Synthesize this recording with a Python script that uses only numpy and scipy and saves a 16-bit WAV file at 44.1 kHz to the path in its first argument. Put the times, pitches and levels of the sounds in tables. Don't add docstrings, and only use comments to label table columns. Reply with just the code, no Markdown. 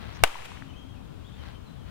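import sys
import numpy as np
from scipy import signal
from scipy.fft import rfft, irfft
from scipy.io import wavfile
from scipy.ndimage import uniform_filter1d

SR = 44100
rng = np.random.default_rng(int(sys.argv[2]) if len(sys.argv) > 2 else 0)


def log_audio(samples):
    frames = np.atleast_2d(samples).T
    limited = np.clip(frames, -1, 1)
    pcm = np.round(limited * 32767).astype(np.int16)
    wavfile.write(sys.argv[1], SR, pcm)


N = 83790
T = np.arange(N) / SR
HIT_S = 0.23705
# frequency_hz, left_minus_right_db
FIELD_BALANCE = [(60, 15.5), (200, 15), (380, 7), (1300, 6), (4400, 5.5), (8000, -1), (15000, 2)]


def amp(db):
    return 10 ** (np.asarray(db) / 20)


def unit(x):
    return x / np.sqrt(np.mean(x ** 2) + 1e-20)


def curve_at(points, hz):
    frequency, value = np.transpose(points)
    return np.interp(np.log(hz + 1), np.log(frequency + 1), value)


def pan(db):
    return amp(np.array([[db / 2], [-db / 2]]))


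def burst(start, rise, t60):
    age = np.maximum(T - start, 0)
    return np.minimum(age / rise, 1) * amp(-60 * age / t60)


def swell(middle, half_length, db):
    return amp(db) * np.exp(-0.5 * ((T - middle) / half_length) ** 2)


def band_noise(shape, centre_hz, width_hz):
    band = np.exp(-((np.fft.rfftfreq(N, 1 / SR) - centre_hz) / width_hz) ** 2)
    return unit(irfft(rfft(rng.standard_normal(shape)) * band, N))


def noise(colour, balance=FIELD_BALANCE, t60=None, patchy_db=0):
    # frequency_hz, correlation
    likeness = [(60, 0.16), (130, -0.52), (290, -0.64), (640, -0.68), (1400, 0.48), (3100, -0.13),
                (15000, -0.029)]
    size = 2048 if t60 is None else 512
    hop = size // 4
    hz = np.fft.rfftfreq(size, 1 / SR)
    frames = N // hop + 6

    def to_sound(spectra):
        return signal.istft(spectra.swapaxes(1, 2), nperseg=size, noverlap=size - hop)[1][:, :N]

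    a, b, c, d, patches = rng.standard_normal((5, frames, len(hz)))
    correlation = curve_at(likeness, hz)
    left = a + 1j * b
    right = correlation * left + np.sqrt(1 - correlation ** 2) * (c + 1j * d)
    patches = unit(uniform_filter1d(uniform_filter1d(patches, size=6, axis=0), size=8, axis=1))
    spectra = np.array([left, right]) * amp(curve_at(colour, hz) + patchy_db * patches)
    spectra *= pan(curve_at(balance, hz))
    steady = to_sound(spectra)
    if t60 is None:
        return unit(steady)
    frame_s = np.arange(frames)[:, None] * hop / SR
    return to_sound(spectra * amp(-60 * frame_s / curve_at(t60, hz))) / steady.std()


def bat_crack():
    # pitch_hz, left_db, right_db, t60_s
    modes = [(559, -7, -16, .026), (713.5, 3, -6, 0.021), (856, 5.5, -0.6, 0.013), (1171, 16, 6, .0045),
             (1485, -8, -16, 0.038), (2278, 6.5, 0.5, 0.0091), (2725, 9, -3, 0.0076),
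             (3386, -13.5, -30, .045), (3677, -1.5, -18.5, 0.00875), (5370, -17.5, -31.5, .02),
             (8090, -24, 15, .0015), (9320, 7.5, 4.3, .0032), (12279, -23, 6, 0.001)]
    # frequency_hz, level_db
    snap_colour = [(100, -17), (500, -1), (1500, -16), (3500, 14), (6000, -4), (11000, 8.5),
                   (16000, -14)]
    # frequency_hz, level_db
    scatter_colour = [(100, -40.5), (350, -37.5), (650, 9), (3200, 7), (5000, -8.5), (16000, -33)]
    contact_s, right_late_s, bounce_s = 0.00025, 0.00024, 0.0085
    ring = np.zeros((2, N))
    for side, (start, polarity) in enumerate([(HIT_S, -1), (HIT_S + right_late_s, 1)]):
        for hz, *side_db, t60 in modes:
            envelope = amp(side_db[side]) * burst(start, contact_s, t60)
            ring[side] += polarity * envelope * np.sin(2 * np.pi * hz * (T - start))
    direct = ring + amp(-13.5) * noise(snap_colour) * burst(HIT_S, contact_s, t60=0.026)
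    bounce = amp(-21.5) * np.roll(direct, round(bounce_s * SR), axis=1)
    scatter = amp(-15) * noise(scatter_colour, balance=[(100, 7), (15000, 2)])
    return direct + bounce + scatter * burst(HIT_S, rise=0.00399, t60=0.05)


def field_echoes():
    # frequency_hz, level_db
    colour = [(100, -47), (350, -3), (700, 2), (1050, 2), (1600, -5.5), (2800, -4), (4600, -14.5),
              (8000, -16), (12000, -20.5), (16000, -28)]
    # frequency_hz, t60_s
    decay = [(300, 0.76), (1000, 0.65), (3000, 0.84), (8000, 0.68), (15000, 0.55)]
    # middle_s, half_length_s, level_db
    tree_returns = [(.264, 0.0022, -29), (.277, 0.0023, -20.5), (0.456, .006, -35.5)]
    # start_s, level_db, pitch_hz, rise_s
    slaps = [(0.344, -24, 2270, 0.00048), (0.3545, -22.5, 1000, 0.0018), (0.3867, -27.5, 2150, 0.00047),
             (.4215, -29, 2060, 0.00044), (0.5177, -39, 990, 0.0012), (.573, -39.5, 1860, .0006),
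             (0.6228, -35.5, 1630, 0.00057)]
    tail = np.roll(noise(colour, t60=decay), round(HIT_S * SR), axis=1)
    tail *= np.clip((T - HIT_S) / 0.012, 0, 1)
    echoes = amp(-22) * tail + noise(colour) * sum(swell(*row) for row in tree_returns)
    for start, db, hz, rise in slaps:
        age = np.maximum(T - start, 0) / rise
        envelope = amp(db) * (age * np.exp(1 - age)) ** 2
        echoes += pan(db=14) * envelope * np.sin(2 * np.pi * hz * (T - start))
    return echoes


def shoe_scuffs():
    # middle_s, half_length_s, level_db
    slides = [(0.031, 0.059, -47), (0.176, 0.067, -46), (1.456, 0.064, -48.5), (1.437, .0006, -45),
              (1.487, .0006, -48), (1.9, 0.029, -50.5)]
    # frequency_hz, level_db
    dirt_colour = [(100, -2), (450, 2), (1600, -2), (4000, -7.5), (7000, -28.5), (15000, -33)]
    grains_per_s, spread_db, grit_share = 1000, 3.5, 0.48
    grains = rng.random(N) < grains_per_s / SR
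    grain_gain = amp(spread_db * np.minimum(rng.exponential(1, N), 4))
    grit = unit(np.sqrt(abs(uniform_filter1d((grains * grain_gain) ** 2, size=40))))
    scrape = band_noise((2, N), centre_hz=5660, width_hz=1100) * swell(0.157, 0.014, db=-56)
    scuffs = noise(dirt_colour) * sum(swell(*row) for row in slides)
    return (scuffs + scrape) * unit(1 - grit_share + grit_share * grit)


def swing_gust():
    # frequency_hz, level_db
    colour = [(20, -36), (80, 7.5), (300, -23), (8000, -56)]
    return noise(colour, balance=[(20, 21.5), (8000, 21.5)]) * swell(0.231, 0.019, db=-32.5)


def bird():
    # start_s, length_s, first_hz, last_hz, level_db
    notes = [(.684, 0.043, 3023, 3050, -61), (.733, .018, 2560, 2500, -63.5),
             (.752, 0.0556, 3080, 3230, -56.5), (.81, 0.062, 3227, 3210, -62.5),
             (.885, 0.029, 3260, 3220, -65.5), (.94, 0.049, 2960, 2520, -65.5),
             (1.195, .04, 2780, 2520, -73), (1.237, 0.064, 2950, 3780, -63),
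             (1.283, 0.023, 3450, 3120, -61.5), (1.315, .05, 3150, 3610, -62.5),
             (1.368, .07, 3280, 3067, -65), (1.53, 0.046, 3040, 3127, -64), (1.653, 0.059, 4120, 3940, -67),
             (1.735, .14, 3900, 2950, -70.5)]
    waver_depth, octave_db, flutter_db = 0.01095, -20.5, 2.3
    song = np.zeros(N)
    waver = 1 + waver_depth * unit(uniform_filter1d(rng.standard_normal(N), size=150))
    for start, length, first_hz, last_hz, db in notes:
        progress = np.clip((T - start) / length, 0, 1)
        hz = last_hz + (first_hz - last_hz) * (1 - progress) ** 2
        phase = 2 * np.pi * np.cumsum(hz * waver) / SR
        envelope = amp(db) * np.sqrt(8 * progress * (1 - progress))
        song += envelope * (np.sin(phase) + amp(octave_db) * np.sin(2 * phase))
    song *= amp(flutter_db * unit(uniform_filter1d(rng.standard_normal(N), size=400)))
    trees = rng.standard_normal((2, N)) * burst(0, rise=0.01, t60=0.44)
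    reverb = signal.fftconvolve(song[None], trees / np.linalg.norm(trees[0]), axes=1)[:, :N]
    return pan(db=8) * (song + amp(-1) * reverb)


def far_hum():
    pitch_hz = 264
    hum = band_noise(N, pitch_hz, width_hz=9) * swell(0.78, 0.24, db=-57.5)
    return pan(curve_at(FIELD_BALANCE, pitch_hz)) * hum


def outdoor_rumble():
    # frequency_hz, level_db
    colour = [(20, -12), (85, 1), (270, -10), (370, -13.5), (1200, -22), (2000, -31), (3200, -27.5),
              (5000, -37.5), (15000, -46.5)]
    return amp(-42) * noise(colour, patchy_db=0.5)


def scene():
    hit = bat_crack() + field_echoes()
    return hit + shoe_scuffs() + swing_gust() + bird() + far_hum() + outdoor_rumble()


def record(dry):
    ceiling, sag_gain, sag_s, sag_hz = 0.89, 0.078, 0.077, 2.67
    threshold_db, duck_share, attack_s, release_db_per_s = -31, 0.68, 0.021, 86.5

    def smooth(x, seconds):
        pole = np.exp(-1 / (seconds * SR))
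        return signal.lfilter([1 - pole], [1, -pole], x)

    clipped = np.clip(dry, -ceiling, ceiling)
    overload = abs(dry - clipped).sum(0)
    sag_shape = np.exp(-T / sag_s) * np.cos(2 * np.pi * sag_hz * T)
    sag = signal.fftconvolve(overload / (overload.sum() + 1e-9), sag_shape)[:N]
    level_db = 10 * np.log10(smooth((clipped ** 2).mean(0), seconds=0.0025) + 1e-12)
    held_db = np.maximum.accumulate(level_db + release_db_per_s * T) - release_db_per_s * T
    duck_db = smooth(duck_share * np.maximum(held_db - threshold_db, 0), attack_s)
    ducked = clipped * amp(-duck_db) - sag_gain * sag
    lowpass = signal.firwin(255, cutoff=16100, window=("kaiser", 9), fs=SR)
    return signal.oaconvolve(ducked, lowpass[None], "same")


dry = scene()
out = record(dry)
log_audio(out)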